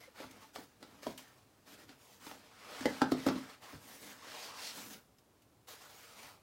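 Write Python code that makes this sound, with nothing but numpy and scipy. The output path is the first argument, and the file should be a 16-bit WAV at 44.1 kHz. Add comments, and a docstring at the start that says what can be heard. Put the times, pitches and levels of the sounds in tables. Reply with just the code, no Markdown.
"""Unpacking a cardboard box.

On a table in a small room, hands and sleeves brush a box and its flaps tick. It is dragged round and
tipped over: blows ring its edges and walls, its hollow thumps and low room modes ring on. Then an inner
tray slides out with a long dry hiss of slipping fibres. One microphone hears it over faint room noise."""
import sys
import numpy as np
from scipy import signal
from scipy.fft import rfft, irfft, next_fast_len
from scipy.io import wavfile
from scipy.ndimage import uniform_filter1d, map_coordinates

SR = 44100
rng = np.random.default_rng(int(sys.argv[2]) if len(sys.argv) > 2 else 0)


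def wav_record(signal):
    """Record a signal, one row per channel, as 16-bit PCM in the file named by sys.argv[1]."""
    frames = np.transpose(np.atleast_2d(signal))
    bounded = np.clip(frames, -1, 1)
    # unit amplitude maps onto the largest positive 16-bit level
    quanta = np.round(bounded * 32767).astype(np.int16)
    wavfile.write(sys.argv[1], SR, quanta)


N = 283122

# blows on the box:
# (time [s], wall [dB], hollow [dB re wall], edge [dB re wall], wall pitch [Hz], edge pitch [Hz])
BLOWS = [(0.202, -39.5, -7.5, -11, 528, 1720), (0.24, -44.5, -4, -25, 880, 1430),
         (0.559, -36.5, -27, -6.5, 733, 1680), (0.584, -44, -0.5, -22, 490, 1650),
         (0.827, -46, -4, -2.5, 506, 1330), (1.031, -47, -12, -3.5, 510.5, 2010),
         (1.067, -27.5, -6, -15.5, 602, 940), (1.892, -56.5, 5.5, 1, 490, 1440),
         (2.266, -43.5, -2, -4, 906, 1320), (2.313, -41, -8, -9.5, 810, 1390),
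         (2.808, -46.5, 9.5, 6, 480, 1620), (2.856, -19.5, -3, -7, 501, 1913),
         (3.017, -18, -1, -4.5, 836, 1500), (3.119, -22.5, 1.5, -9, 407, 1185),
         (3.265, -21.5, 2, -8, 511, 1230), (3.276, -35, 13.5, 1, 625, 1934),
         (3.286, -31, -19, 0.5, 583, 1306), (3.357, -52, 21.5, 4, 440, 1200),
         (3.73, -49, 3.5, -20.5, 620, 1070)]


def amp(db):
    """Decibels to gain."""
    return 10 ** (np.asarray(db) / 20)


def unit(x):
    """x at rms 1."""
    return x / np.sqrt(np.mean(x ** 2) + 1e-20)


def along(points, hz):
    """(frequency [Hz], value) points read on a log axis."""
    point_hz, values = np.transpose(points)
    return np.interp(np.log(hz + 1), np.log(point_hz + 1), values)


def wobble(rate_hz):
    """Smooth random curve with knots at rate_hz."""
    knots = rng.standard_normal(int(N * rate_hz / SR) + 4)
    return map_coordinates(knots, [np.arange(N) * rate_hz / SR])


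def filtered(x, response):
    """x through the frequency response response(hz)."""
    size = next_fast_len(x.shape[-1] + 8192)
    hz = np.fft.rfftfreq(size, 1 / SR)
    return irfft(rfft(x, size) * response(hz), size)[..., :x.shape[-1]]


def coloured(x, spectrum):
    """x shaped by (frequency [Hz], level [dB]) points, at rms 1."""
    return unit(filtered(x, lambda hz: amp(along(spectrum, hz))))


def add(track, start_s, sound):
    """Mix a sound into a track."""
    part = track[max(round(start_s * SR), 0):][:len(sound)]
    part += sound[:len(part)]


def fade(t, attack_s, t60_s):
    """Quick rise, exponential decay."""
    return (1 - np.exp(-t / attack_s)) * amp(-60 * t / t60_s)


def ring(t, modes, attack_s):
    """Struck modes (frequency [Hz], level [dB], t60 [s]), varied at each blow, at peak 1."""
    x = sum(amp(db + rng.standard_normal()) * fade(t, attack_s, t60_s) * np.sin(2 * np.pi * hz * t)
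            for hz, db, t60_s in modes)
    return x / np.max(np.abs(x))


def pitched(cluster, hz):
    """A mode cluster placed around a pitch."""
    return [(hz * ratio, db, t60_s) for ratio, db, t60_s in cluster]


def rasp(t, spectrum, attack_s, t60_s):
    """A burst of snapping fibres."""
    grain = amp(0.85 * unit(uniform_filter1d(rng.standard_normal(len(t)), size=60)))
    return coloured(grain * rng.standard_normal(len(t)), spectrum) * fade(t, attack_s, t60_s)


def friction(slips_per_s, spread_db, share):
    """Fibres catch and slip: uneven jolts carry a share of the power, a smooth rush the rest."""
    slips = (rng.random(N) < slips_per_s / SR) * rng.choice([-1, 1], N)
    jolts = slips * amp(spread_db * np.minimum(rng.exponential(size=N), 4))
    return np.sqrt(share) * unit(jolts) + np.sqrt(1 - share) * rng.standard_normal(N)


def patchy(x, depth_db):
    """A travelling contact favours changing card modes: gain patches of about 350 Hz by 70 ms."""
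    bins = signal.stft(x, nperseg=512)[2]
    patches = uniform_filter1d(rng.standard_normal(bins.shape), size=4, axis=0)
    patches = uniform_filter1d(patches, size=12, axis=1)
    return signal.istft(bins * amp(depth_db * unit(patches)), nperseg=512)[1][:N]


def room(x, wet_db):
    """x plus the room's diffuse tail, 5 ms late."""
    # room decay: (frequency [Hz], t60 [s])
    decay = [(100, 0.45), (300, 0.19), (1000, 0.24), (4000, 0.18), (14000, 0.051)]
    hz, t, bins = signal.stft(rng.standard_normal(SR // 2), SR, nperseg=256)
    tail = signal.istft(bins * amp(-60 * t / along(decay, hz)[:, None]), SR, nperseg=256)[1]
    tail = np.pad(tail / np.linalg.norm(tail), (round(0.005 * SR), 0))
    return x + amp(wet_db) * signal.fftconvolve(x, tail)[:len(x)]


def room_noise():
    """Faint, steady, low rush."""
    # noise floor: (frequency [Hz], level [dB])
    spectrum = [(20, -30), (40, -3.5), (70, -2.5), (110, 3), (160, -5), (280, -3), (500, -7.5),
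                (1000, -11.5), (2000, -20), (4000, -21.5), (15500, -26.5)]
    return amp(-68.5) * coloured(rng.standard_normal(N), spectrum)


def squeaks():
    """Card sticks and slips evenly for a moment: faint chirps of unsteady pitch."""
    # chirps: (centre [s], length [s], pitch [Hz], peak [dB])
    chirps = [(0.042, 0.018, 2060, -53.5), (0.085, 0.024, 515, -52.5), (0.451, 0.066, 877, -59)]
    out = np.zeros(N)
    for centre_s, length_s, hz, db in chirps:
        swell = np.hanning(round(length_s * SR))
        pitch_hz = hz * (1 + 0.016 * wobble(rate_hz=230)[:len(swell)])
        add(out, centre_s - length_s / 2, amp(db) * swell * np.sin(2 * np.pi * np.cumsum(pitch_hz) / SR))
    return out


def thuds():
    """The table top gives softly under the box."""
    # box weighing down: (time [s], peak [dB])
    loads = [(0.246, -58), (1.082, -54), (1.841, -63), (2.799, -53), (2.858, -50), (3.02, -65),
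             (3.121, -59), (3.739, -47.5), (6.24, -66)]
    table_modes = [(75.6, 4.5, 0.125), (102.3, 0, 0.39), (143, 4.0, 0.19)]
    out, t = np.zeros(N), np.arange(SR // 2) / SR
    for time_s, db in loads:
        add(out, time_s, amp(db) * ring(t, table_modes, attack_s=0.0039))
    return out


def ticks():
    """Flap edges flick past each other with a thin rasp; once a stiff corner springs back and pings."""
    # flap releases: (time [s], level [dB])
    flicks = [(0.039, -68), (0.309, -46.5), (0.551, -41), (1.176, -37), (1.278, -54.5), (1.914, -63),
              (3.115, -36), (3.263, -33), (5.184, -56.5), (5.419, -58)]
    # flap rasp: (frequency [Hz], level [dB])
    spectrum = [(700, -32), (1400, -7), (2800, -0.5), (4200, -5), (5000, -6), (6200, -4), (10000, -9),
                (15500, -9.5)]
    ping_s, ping_hz, ping_t60_s = 5.184, 5100, 0.016
    out, t = np.zeros(N), np.arange(SR // 4) / SR
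    for time_s, db in flicks:
        add(out, time_s, amp(db - 7) * rasp(t, spectrum, attack_s=0.0014, t60_s=0.074))
    add(out, ping_s, amp(-62.5) * ring(t, [(ping_hz, 0, ping_t60_s)], attack_s=0.0005))
    return room(out, wet_db=-14)


def shudder():
    """The box trembles after each blow: gain of the drone."""
    out, t = np.zeros(N), np.arange(SR // 2) / SR
    for time_s, wall_db, hollow_db, *_ in BLOWS:
        add(out, time_s, amp(wall_db + hollow_db - 19) * fade(t, attack_s=0.011, t60_s=0.32))
    return out


def brushes():
    """Hands and sleeves land, rub and lift: gains of drone, scrape, hiss and fizz."""
    # strokes: (start [s], rise [s], length [s], scrape [dB], drone [dB re scrape], brightness [dB])
    strokes = [(0.0, 0.0069, 0.036, -61, -22, -3.5), (0.135, .06, .095, -54.5, -14, -6.5),
               (0.287, 0.0216, 0.09, -64, 0, -5), (0.382, .04, 0.051, -60.5, -11, -2),
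               (0.528, .015, 0.091, -63.5, -4, 4), (0.79, 0.0187, 0.22, -69, 3, -1),
               (1.012, 0.019, .095, -58, -16, 1), (1.171, 0.023, 0.029, -59, -11, 1),
               (1.25, 0.024, 0.14, -71, -5, -1), (1.653, 0.024, 0.089, -61, -3.5, 0.5),
               (1.765, 0.042, 0.036, -62, 3.5, 2), (1.87, .02, 0.04, -63.5, -10, -3),
               (1.973, 0.044, 0.18, -68.5, -7, 5.5), (2.189, 0.063, 0.12, -57, -6, 2),
               (3.597, 0.036, 0.15, -57.5, -11, -4), (3.771, 0.12, 0.19, -60, -3, 6),
               (3.968, 0.056, 0.16, -58.5, -2.5, 4), (4.732, 0.024, 0.14, -61, 2.5, 10.5),
               (4.894, 0.015, 0.02, -61.5, 2, 10), (5.668, .018, 0.067, -56, -18, 2.5),
               (5.767, 0.058, 0.37, -61, -17.5, 1), (6.152, 0.027, 0.14, -57, -11, -1.5)]
    holding = (0, 0.04, 4.95, -77.5, -5, 0)  # one long faint stroke: the hands never lie still
    t60_s = 0.36
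    power = np.zeros((4, N))
    for start_s, rise_s, length_s, scrape_db, drone_db, bright_db in [holding, *strokes]:
        t = np.arange(round((length_s + t60_s) * SR)) / SR
        release_db = -60 * np.maximum(t - length_s, 0) / t60_s
        envelope = np.clip(t / rise_s, 0, 1) * amp(scrape_db + release_db)
        hiss_db, fizz_db = 0.45 * bright_db - 2.5, bright_db - 3.5
        for layer, gain in zip(power, amp([drone_db, 0, hiss_db, fizz_db])):
            add(layer, start_s, (gain * envelope) ** 2)
    return np.sqrt(power)


def slide(rows, ramp_s=0.04):
    """One gain curve per level column of (time [s], level [dB], ...), ramped to silence outside."""
    t = np.arange(N) / SR
    times_s, *levels_db = np.transpose(rows)
    outside_s = np.maximum(times_s[0] - t, t - times_s[-1])
    gate = np.clip(1 - outside_s / ramp_s, 0, 1)
    return amp([np.interp(t, times_s, db) for db in levels_db]) * gate


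def drag():
    """The base grinds dully over the table: gains of drone, scrape, hiss and fizz."""
    # drag, easing as the box tips over an edge: (time [s], scrape [dB])
    levels = [(2.33, -69.5), (2.4, -65.5), (2.54, -64), (2.7, -53.5), (2.82, -49), (3.0, -52.5),
              (3.07, -59), (3.2, -51.5), (3.34, -52.5), (3.46, -57.5), (3.53, -56), (3.58, -68)]
    drone_db, hiss_db, fizz_db = -12.5, -3.5, -16
    return amp([drone_db, 0, hiss_db, fizz_db])[:, None] * slide(levels)


def tray():
    """The tray leaves its sleeve in a few pulls: gains of drone, scrape, hiss and fizz."""
    # pulls: (time [s], scrape [dB], hiss [dB])
    levels = [(4.17, -59, -73.5), (4.18, -65.5, -65.5), (4.28, -51, -55), (4.446, -54, -50),
              (4.528, -55.5, -58), (4.67, -53, -44.5), (4.756, -57.5, -54), (4.804, -52, -52.5),
              (4.898, -70, -72), (4.938, -58, -51.5), (5.02, -75, -94)]
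    scrape, hiss = slide(levels)
    return np.array([amp(-13.5) * scrape, scrape, hiss, amp(-13) * hiss])


def wall_response(hz):
    """The card walls resonate: band-passes of alternating sign."""
    # wall resonances: (centre [Hz], width [Hz], gain [dB])
    resonances = [(468, 150, -2), (780, 317, 0), (1112, 210, 2.5), (1304, 250, 1.5), (2000, 1070, -4.5)]
    return sum((-1) ** k * amp(db) * 1j * hz * width_hz / (centre_hz ** 2 - hz ** 2 + 1j * hz * width_hz)
               for k, (centre_hz, width_hz, db) in enumerate(resonances))


def rubbing():
    """Slips on the card hiss directly, scrape through the walls and make the hollow drone."""
    # drone of the hollow: (frequency [Hz], level [dB])
    drone_spectrum = [(25, -56), (60, -15), (130, -10.5), (200, 2), (270, 2.5), (400, -5.5), (600, -7.5),
                      (1500, -66)]
    # surface hiss: (frequency [Hz], level [dB])
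    hiss_spectrum = [(900, -49), (2000, -6.5), (2800, -1.5), (4000, -1), (5200, -1.5), (7000, -7.5),
                     (10000, -12.5), (15500, -18)]
    # high fizz: (frequency [Hz], level [dB])
    fizz_spectrum = [(3000, -28), (6000, -6), (9000, -9), (14000, -9.5), (16000, -8.5)]
    drone_gain, scrape_gain, hiss_gain, fizz_gain = np.sqrt(drag() ** 2 + tray() ** 2 + brushes() ** 2)
    grip = amp(0.76 * wobble(rate_hz=60))  # uneven contact pressure
    scrape_slips = patchy(friction(slips_per_s=700, spread_db=3, share=0.3), depth_db=2.3)
    hiss_slips = patchy(friction(slips_per_s=1800, spread_db=3, share=0.3), depth_db=1.6)
    drone_slips = friction(slips_per_s=200, spread_db=3.5, share=0.26)
    fizz_slips = patchy(friction(slips_per_s=1300, spread_db=4.5, share=0.22), depth_db=3.4)
    drone = np.hypot(drone_gain, shudder()) * coloured(drone_slips, drone_spectrum)
    scrape = scrape_gain * unit(filtered(scrape_slips, wall_response))
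    hiss = hiss_gain * coloured(hiss_slips, hiss_spectrum)
    fizz = fizz_gain * coloured(fizz_slips, fizz_spectrum)
    return room(grip * (drone + scrape + hiss + fizz), wet_db=-13.5)


def knocks():
    """A blow cracks on the surface, rings an edge and a wall, then thumps the hollow and room modes."""
    # surface crack: (frequency [Hz], level [dB])
    crack_spectrum = [(600, -18), (1500, 7), (2800, 5.5), (4000, 8), (5100, 6), (6200, 0.5), (10000, -9),
                      (15500, -13)]
    # stiff folded edge: (pitch ratio, level [dB], t60 [s])
    edge_modes = [(.9, 7.5, 0.037), (1, 9, 0.037), (1.05, 12, 0.033), (1.12, 2, 0.017)]
    # limp wall panel: (pitch ratio, level [dB], t60 [s])
    wall_modes = [(.62, -21, 0.13), (.8, -7.5, 0.032), (0.999, 6.5, 0.017), (1.15, -10, 0.024),
                  (1.62, -3, 0.021)]
    # short hollow thump of the box, low room modes ringing on: (frequency [Hz], level [dB], t60 [s])
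    thump_modes = [(150.4, -28, 0.34), (190.3, -24.5, 0.48), (261.8, -16, 0.43), (286, 8, 0.035),
                   (331, 1, 0.015), (390, -16.5, 0.13)]
    graze_lead_s, thump_lag_s = 0.0054, 0.0025
    out, t = np.zeros(N), np.arange(SR // 2) / SR
    for time_s, wall_db, hollow_db, edge_db, wall_hz, edge_hz in BLOWS:
        crack_db = -39 + 0.64 * (wall_db + edge_db + 38)  # grows more slowly than the edge level
        crack = amp(crack_db) * rasp(t, crack_spectrum, attack_s=0.0004, t60_s=0.027)
        edge = amp(wall_db + edge_db) * ring(t, pitched(edge_modes, edge_hz), attack_s=0.00051)
        wall = amp(wall_db) * ring(t, pitched(wall_modes, wall_hz), attack_s=0.0033)
        thump = amp(wall_db + hollow_db) * ring(t, thump_modes, attack_s=0.0036)
        add(out, time_s - graze_lead_s, amp(-19) * (wall + edge + crack))  # a corner grazes first
        add(out, time_s, room(wall, wet_db=-7.5) + room(edge + crack, wet_db=-5.5))
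        add(out, time_s + thump_lag_s, room(thump, wet_db=-10.5))
    return out


def scene():
    """Box and room noise, alike in both channels."""
    mono = knocks() + ticks() + thuds() + squeaks() + rubbing() + room_noise()
    return np.array([mono, mono])


def record(dry):
    """The microphone thins the deep bass and keeps nothing above its band limit."""
    low_cut_hz, top_hz = 48, 15900
    thinned = signal.sosfilt(signal.butter(3, low_cut_hz, "high", fs=SR, output="sos"), dry)
    return filtered(thinned, lambda hz: hz < top_hz)


dry = scene()
out = record(dry)
wav_record(out)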